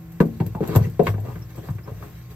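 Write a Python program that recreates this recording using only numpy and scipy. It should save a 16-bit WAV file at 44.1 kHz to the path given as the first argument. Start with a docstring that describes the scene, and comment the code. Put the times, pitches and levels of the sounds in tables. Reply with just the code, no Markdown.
"""A faint motor hum and quiet outdoor air come first; then, close by, a heavy concrete cover is dragged
over a sunken basin. Sand snaps under its edge, it knocks on the rim, chirps, grinds over grit and drops
into place; a few small shoves follow. Each impact excites the damped normal modes of the slab and the
hollow below, which boom. Stick-slip friction drives the same modes as the cover slides, and the ground
and the basin wall add brief reflections."""
import sys
import numpy as np
from scipy import signal
from scipy.fft import rfft, irfft, next_fast_len
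from scipy.io import wavfile
from scipy.ndimage import uniform_filter1d, map_coordinates

SR = 44100
rng = np.random.default_rng(int(sys.argv[2]) if len(sys.argv) > 2 else 0)


def log_audio(samples):
    """Write samples as a 16-bit WAV file to the path given in sys.argv[1]."""
    # one column per channel
    frames = np.atleast_2d(samples).T
    # limit to full scale, then quantise
    limited = np.clip(frames, -1, 1)
    pcm = np.round(limited * 32767).astype(np.int16)
    wavfile.write(sys.argv[1], SR, pcm)


N = 103635

# normal modes of the basin's hollow and the slab: f/Hz, relative level/dB, T60/s
MODES = [(61.5, -20, 1), (102.42, 2, 0.72), (123.8, 2, 0.26), (148.7, -5.5, 0.13), (161.5, 2.5, 0.33),
         (187, 0.5, 0.11), (225.2, -7.5, 0.54), (261, -11, 0.2), (317.6, -3.5, 0.29), (359, 2, 0.16),
         (420.6, -3, 0.083), (467, 0, 0.29), (534, -4, 0.17), (691.3, -2.5, 0.24), (785.6, -6.5, 0.057),
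         (901, -8.5, 0.16), (959, -3, 0.13), (1102.5, -2, 0.051), (1202, -10.5, 0.051), (1527, -5.5, 0.03),
         (1890, -12, 0.049), (2112, -28, 0.17), (2717, -15, 0.075)]


def amp(db):
    """The decibel scale: 20 dB is a tenfold amplitude."""
    return 10 ** (np.asarray(db) / 20)


def unit(x):
    """Normalisation to an rms of 1."""
    return x / np.sqrt(np.mean(x ** 2) + 1e-20)


def fade(t, t60):
    """Exponential decay: 60 dB down after t60 seconds."""
    return np.exp(-np.log(1000) * t / t60)


def along(points, hz):
    """Interpolation of (f/Hz, value) points on a logarithmic frequency axis."""
    f, values = np.transpose(points)
    return np.interp(np.log(hz + 1), np.log(f + 1), values)


def filtered(x, response):
    """Linear filtering: the spectrum of x is multiplied by a frequency response."""
    n = x.shape[-1]
    padded = next_fast_len(n + 8192)
    return irfft(rfft(x, padded) * response(np.fft.rfftfreq(padded, 1 / SR)), padded)[..., :n]


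def coloured(pair, spectrum):
    """Partial coherence: two independent signals mix as mid and side into stereo of rms 1."""
    # likeness of left and right: f/Hz, correlation
    coherence = [(100, 0.95), (300, 0.89), (600, 0.48), (2000, 0.58), (5000, 0.077), (9000, 0.65)]
    angle = lambda hz: np.arccos(np.clip(along(coherence, hz), -1, 1)) / 2
    response = lambda hz: amp(along(spectrum, hz)) * [np.cos(angle(hz)), np.sin(angle(hz))]
    mid, side = filtered(pair, response)
    return unit(np.array([mid + side, mid - side]))


def wobble(rate):
    """Random modulation: a smooth curve through `rate` knots a second."""
    return map_coordinates(rng.standard_normal(256), [np.arange(N) * rate / SR], mode="wrap")


def add(out, s, sound):
    """Superposition: a sound joins the mix at s seconds."""
    i = round(s * SR)
    out[:, i:i + sound.shape[-1]] += sound[..., :N - i]


def motor_hum():
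    """Amplitude and phase modulation: wavering partials, whose levels step as the basin is covered."""
    # motor partials: f/Hz, level with basin open/dB, level with it covered/dB, wavering/dB
    partials = [(62.5, -49.5, -42.5, 1), (118.8, -44, -39.5, 3.5), (166.6, -35, -45, -1.2),
                (325.4, -49, -54, 2.5), (757, -62, -67.5, -1), (1070, -65, -62, 2.5)]
    covered_s = 0.42
    t, out = np.arange(N) / SR, np.zeros(N)
    for hz, open_db, covered_db, waver_db in partials:
        level_db = np.where(t > covered_s, covered_db, open_db) + waver_db * wobble(12)
        out += amp(level_db) * np.sin(2 * np.pi * hz * t + 0.72 * wobble(7.23))
    return out


def outdoor_air():
    """Ambient broadband noise: a low rumble and a hiss, gently modulated in level."""
    # spectrum of the air: f/Hz, relative level/dB
    spectrum = [(20, -30), (60, -4), (160, -5), (230, -19), (450, -21.5), (1000, -29.5), (2000, -31.5),
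                (4000, -42.5), (8000, -40), (15000, -30)]
    return amp(-41.5 + 1.3 * wobble(7.18)) * coloured(rng.standard_normal((2, N)), spectrum)


def sand_snaps():
    """Brittle fracture: single grains snap under the edge, each a decaying burst of bright noise."""
    # snapping grains: t/s, level/dB, T60/s
    snaps = [(0.12, -36.5, 0.028), (0.21, -27, 0.0074), (0.254, -42, 0.094), (0.464, -28, 0.028),
             (.676, -17, 0.0037), (0.76, -11, 0.015), (0.899, -24, 0.002), (1.032, -33, 0.042),
             (1.201, -35, .02), (1.559, -37, 0.044)]
    # spectrum of a snap: f/Hz, relative level/dB
    spectrum = [(500, -23), (3000, -22.5), (6000, -24.5), (9000, -15.5), (15000, -6.5)]
    out, t = np.zeros((2, N)), np.arange(SR // 20) / SR
    for s, db, t60 in snaps:
        add(out, s, amp(db) * fade(t, t60) * coloured(rng.standard_normal((2, len(t))), spectrum))
    return out


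def mode_accents(knock_s, mode_hz):
    """Modal coupling: the place of a blow favours some modes and misses others; gains in dB."""
    # accented modes: t of the knock/s, f near the mode/Hz, gain/dB
    accents = [(.201, 465, 3), (.201, 1200, 6.5), (.201, 1520, 6), (.252, 270, 17), (.252, 465, 20),
               (.402, 360, 3.5), (.402, 790, 14), (.402, 895, 17.5), (.606, 412, 7), (.994, 412, 11.5),
               (.994, 465, 6), (.994, 545, 7), (.994, 685, 8), (.994, 320, -23), (.994, 790, -15),
               (1.068, 1105, 9.5), (1.25, 412, 8), (1.578, 465, -5), (1.874, 465, 6)]
    gain_db = np.zeros(len(mode_hz))
    for s, hz, db in accents:
        if abs(s - knock_s) < .008:
            gain_db[np.argmin(abs(mode_hz - hz))] += db
    return gain_db


def boom(phasors, knock_s, contact_s, strike):
    """Damped resonance: a blow swells the modes, low ones last; they drop fast, then ring on."""
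    # how unlike the modes reach the two ears: f/Hz, side level relative to mid/dB
    side_levels = [(100, -31.5), (250, -10.5), (500, -12), (1500, -42)]
    contact_t60_s, ring_db = 0.061, -6.5
    hz, db, t60 = np.transpose(MODES)
    t = np.arange(phasors.shape[1]) / SR
    rise_s = contact_s + 1 / hz[:, None]  # the contact plus one period
    swell = 1 - np.exp(-(t / rise_s) ** 2)
    since_contact = np.maximum(t - contact_s, 0)
    decay = fade(since_contact, contact_t60_s) + amp(ring_db) * fade(since_contact, t60[:, None])
    scatter_db, phase_scatter, side_phase = rng.standard_normal((3, len(hz)))
    level_db = db + along(strike, hz) + mode_accents(knock_s, hz) + scatter_db
    phase = .5 * phase_scatter - np.arange(len(hz)) * np.pi / 2
    mid = amp(level_db) * np.exp(1j * phase)
    side = mid * amp(along(side_levels, hz)) * np.exp(1j * np.pi * side_phase)
    return (np.array([mid + side, mid - side]) @ (swell * decay * phasors)).imag


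def crunch(t, strike):
    """Frequency-dependent damping: crushed grit and dense slab modes, as noise whose bass lasts longest."""
    # spectrum of the crunch: f/Hz, relative level/dB
    spectrum = [(100, -68), (300, 4), (900, -0.5), (1600, 0), (3000, -6.5), (6000, -15), (15000, -8.5)]
    # its decay times: f/Hz, T60/s
    decay_times = [(200, 0.3), (900, 0.11), (2500, 0.045), (12000, 0.08)]
    noise = coloured(rng.standard_normal((2, len(t))), [(1, 0)])  # flat spectrum
    hz, frame_s, bands = signal.stft(noise, SR, nperseg=256)
    level = amp(15.5 + along(spectrum, hz) + along(strike, hz))[:, None]
    decay = fade(frame_s, along(decay_times, hz)[:, None])
    attack = 1 - np.exp(-t / 0.00028)
    return signal.istft(bands * level * decay, SR, nperseg=256)[1][:, :len(t)] * attack


def rim_knocks():
    """Impact excitation: each contact point on the rim drives bass and treble differently."""
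    # bands of a blow (boom, thud, body, clunk, clack, crack, grit): f/Hz
    band_hz = [100, 175, 400, 700, 1200, 2200, 7000]
    # blows on the rim: t/s, contact time/s, then level/dB in each of the seven bands
    blows = [(0.202, 0.0039, -57, -3, -14.5, -26, -24, -30.5, -39),
             (.252, 0.0035, -33.5, -24, -40, -63, -75, -82, -63),
             (0.401, 0.0045, -17.5, -15, -26.5, -34, -43.5, -35, -49),
             (0.461, 0.0012, -24, -26, -40, -51, -56, -54, -55),
             (.549, 0.0014, -55, -20, -39.5, -33.5, -39, -51, -51),
             (.606, 0.0079, -67, -14.5, -19.5, -38.5, -47, -50, -52.5),
             (.684, 0.0067, -41, -22, -31.5, -35.5, -70, -45, -52),
             (.751, 0.0028, -45, -16, -28.5, -25, -26.5, -36, -33),
             (.759, 0.0016, -3, -18, -25.5, -21.5, -31, -32, -35),
             (0.805, 0.0015, -6.5, -17.5, -62, -63, -62, -48, -58),
             (.868, 0.0015, -18, -26.5, -35.5, -65, -47, -69, -63),
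             (0.994, 0.004, -40, -10, -15, -18, -36, -38.5, -50),
             (1.068, 0.0026, -21.5, -32.5, -30.5, -25.5, -28, -21.5, -38.5),
             (1.081, .001, -8, -62, -71, -49, -49, -40, -67),
             (1.139, 0.0018, -31, -28, -39.5, -44, -42.5, -45, -70),
             (1.18, 0.0012, -29, -43, -42, -39, -55, -49, -75),
             (1.251, 0.0039, -46, -29, -44, -38.5, -54, -53, -56),
             (1.356, 0.0014, -29, -35, -41.5, -54, -46.5, -45.5, -63),
             (1.411, 0.003, -32.5, -42, -57, -60, -57, -76, -70),
             (1.579, 0.0046, -34, -30, -45, -40, -51, -63, -52.5),
             (1.686, 0.00068, -26, -29.5, -47, -43, -39, -46, -71),
             (1.701, 0.0007, -16, -26.5, -86, -65, -49, -71, -45.5),
             (1.749, 0.00081, -26.5, -42, -51, -72, -78, -74, -53),
             (1.784, 0.0016, -27, -45, -49, -56, -47.5, -45.5, -82),
             (1.875, 0.0059, -53, -36, -45.5, -43.5, -40, -54, -74),
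             (1.91, .002, -24, -41, -43, -48, -56, -80, -81),
             (2.025, 0.001, -44, -42, -59, -45, -39.5, -49, -81)]
    mode_hz = np.transpose(MODES)[0]
    phasors = np.exp(2j * np.pi * np.outer(mode_hz, np.arange(SR // 2) / SR))
    out, t = np.zeros((2, N)), np.arange(SR // 5) / SR
    for s, contact_s, *levels_db in blows:
        strike = list(zip(band_hz, levels_db))
        add(out, s, boom(phasors, s, contact_s, strike))
        add(out, s, crunch(t, strike))
    return out


def reflections(x):
    """Convolution with a short noise tail: echoes off ground and basin wall, different at each ear."""
    # colour of the reflections: f/Hz, relative level/dB
    spectrum = [(60, -44), (250, -11.5), (500, 5), (2000, 5.5), (12000, 14)]
    t = np.arange(SR // 4) / SR
    tail = filtered(rng.standard_normal((2, len(t))), lambda hz: amp(along(spectrum, hz)))
    decay = fade(t, t60=.08)
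    return signal.fftconvolve(x, tail * decay / np.linalg.norm(decay), axes=1)[:, :N]


def jolt():
    """Air displacement: one deep pressure pulse as the cover's weight first lands."""
    landing_s, hz, width_s = .214, 38, 0.0049
    t = np.arange(N) / SR - landing_s
    return amp(-19.5) * np.exp(-.5 * (t / width_s) ** 2) * np.sin(2 * np.pi * hz * t)


def squeaks():
    """Stick-slip oscillation: the rubbing edge gives short chirps of unsteady pitch."""
    # chirps: t of the peak/s, f/Hz, Gaussian width/s, level/dB
    chirps = [(0.583, 861, 0.017, -33.5), (0.725, 2185, 0.018, -50), (0.848, 1973, 0.0094, -42),
              (1.424, 5414, 0.0038, -47), (1.839, 5180, 0.0044, -50.5)]
    t, out = np.arange(N) / SR, np.zeros(N)
    for s, hz, width_s, db in chirps:
        phase = 2 * np.pi * hz * t + wobble(rate=.12 * hz)
        out += amp(db) * np.exp(-.5 * ((t - s) / width_s) ** 2) * np.sin(phase)
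    return out


def slips(per_s, spread_db):
    """A Poisson process: two trains of tiny slips at random times, of uneven size."""
    occurs = rng.random((2, N)) < per_s / SR
    return occurs * rng.choice([-1, 1], (2, N)) * amp(spread_db * rng.standard_normal((2, N)))


def wandering_contact(x):
    """Spectral modulation: as the contact wanders along the edge, narrow bands flare and fade."""
    depth_db, patch_hz, patch_s = 2.8, 350, .04
    bands = signal.stft(x, nperseg=512)[2]
    step_hz, step_s = SR / 512, 256 / SR
    patches = uniform_filter1d(rng.standard_normal(bands.shape[1:]), round(patch_hz / step_hz), axis=0)
    patches = uniform_filter1d(patches, round(patch_s / step_s), axis=1)
    return unit(signal.istft(bands * amp(depth_db * unit(patches)), nperseg=512)[1][:, :N])


def slab_response(f):
    """Forced vibration: a direct path plus one resonance per mode, broadened by contact damping."""
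    t60_share = 0.77  # left under contact
    resonances = 0
    for hz, _, t60 in MODES:
        width_hz = np.log(1000) / (np.pi * t60 * t60_share)
        resonances += 1j * f * width_hz / (hz ** 2 - f ** 2 + 1j * f * width_hz)
    return .5 + 2 * amp(-10.5) * resonances


def rolling_sand():
    """Shot noise: a stream of grains, each ringing briefly at its own pitch, in a hiss of dust."""
    grains_per_s, centre_hz, ring_cycles, spread_db, dust_db = 1300, 3200, 24, 2.5, -1.5
    count = int(grains_per_s * N / SR)
    out, t = np.zeros((2, N + 384)), np.arange(384) / SR
    for channel in out:
        octaves, size = rng.standard_normal((2, count, 1))
        hz = np.minimum(centre_hz * 2 ** octaves, SR / 2)
        strength = amp(spread_db * size) * np.sqrt(hz / centre_hz)  # energy independent of pitch
        pings = strength * np.sin(2 * np.pi * hz * t) * fade(t, ring_cycles / hz)
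        samples = rng.integers(0, N, (count, 1)) + np.arange(len(t))
        channel += np.bincount(samples.ravel(), pings.ravel(), len(channel))
    return unit(out[:, :N]) + amp(dust_db) * rng.standard_normal((2, N))


def scrapes():
    """Sliding friction: each stroke is a run of slips that ring the slab, with grit rolling under it."""
    # strokes: t of the peak/s, rise/s, fall/s, rubbing level/dB, grit level/dB
    strokes = [(0.638, 0.011, 0.0096, -20.5, -54.5), (0.717, 0.041, 0.065, -24, -43.5),
               (0.842, 0.015, 0.02, -30.5, -46.5), (1.083, 0.026, 0.023, -28.5, -40.5),
               (1.28, 0.026, 0.035, -29.5, -63), (1.505, 0.009, 0.012, -45, -53.5),
               (1.584, 0.025, 0.012, -36.5, -57), (1.687, 0.051, 0.0046, -32.5, -51),
               (1.882, 0.018, 0.023, -33, -65), (2.026, 0.014, 0.04, -39.5, -54),
               (2.313, 0.0094, 0.014, -45, -49)]
    # spectra of the rubbing and of the grit: f/Hz, relative level/dB
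    rub_spectrum = [(40, -10), (110, 21), (200, 9.5), (270, 3.5), (420, 13.5), (600, 0), (1000, -2),
                    (2000, -16), (4000, -23.5), (15000, -56)]
    grit_spectrum = [(300, -30), (1200, 2), (2200, 0.5), (4000, -2.5), (7000, -3.5), (15000, 7.5)]
    t, rub_level = np.arange(N) / SR, np.zeros(N)
    grit_level = amp(-58.5 + 3.2 * wobble(10.2))  # dry pine needles and crumbs shift all the while
    for s, rise_s, fall_s, rub_db, grit_db in strokes:
        push = np.exp(-.5 * ((t - s) / np.where(t < s, rise_s, fall_s)) ** 2)
        rub_level += amp(rub_db) * push
        grit_level += amp(grit_db) * push
    rubbing = rub_level * coloured(wandering_contact(slips(per_s=600, spread_db=3)), rub_spectrum)
    grit = grit_level * coloured(wandering_contact(rolling_sand()), grit_spectrum)
    return filtered(rubbing, slab_response) + grit


def scene():
    """Superposition: the cover's direct sound and its reflections, over hum and air."""
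    cover = rim_knocks() + jolt() + scrapes() + squeaks() + sand_snaps()
    return cover + amp(-10) * reflections(cover) + motor_hum() + outdoor_air()


def record(dry):
    """Time and level differences: two close, band-limited ports, the right first, the left louder."""
    # microphone response, with a notch and a peak in the treble: f/Hz, gain/dB
    response = [(7000, -1.5), (8500, -1), (9400, -26), (10300, -18.5), (11300, -7.5), (13500, -4),
                (15300, -12.5), (16200, -30)]
    right_lead_s, tilt_db, top_hz = 7e-5, 0.23, 16500
    sides = np.array([[1], [-1]])  # left, right
    gain = lambda hz: amp(sides * tilt_db + along(response, hz)) * (hz < top_hz)
    delay = lambda hz: np.exp(-1j * np.pi * hz * right_lead_s * sides)
    return filtered(dry, lambda hz: gain(hz) * delay(hz))


dry = scene()
out = record(dry)
log_audio(out)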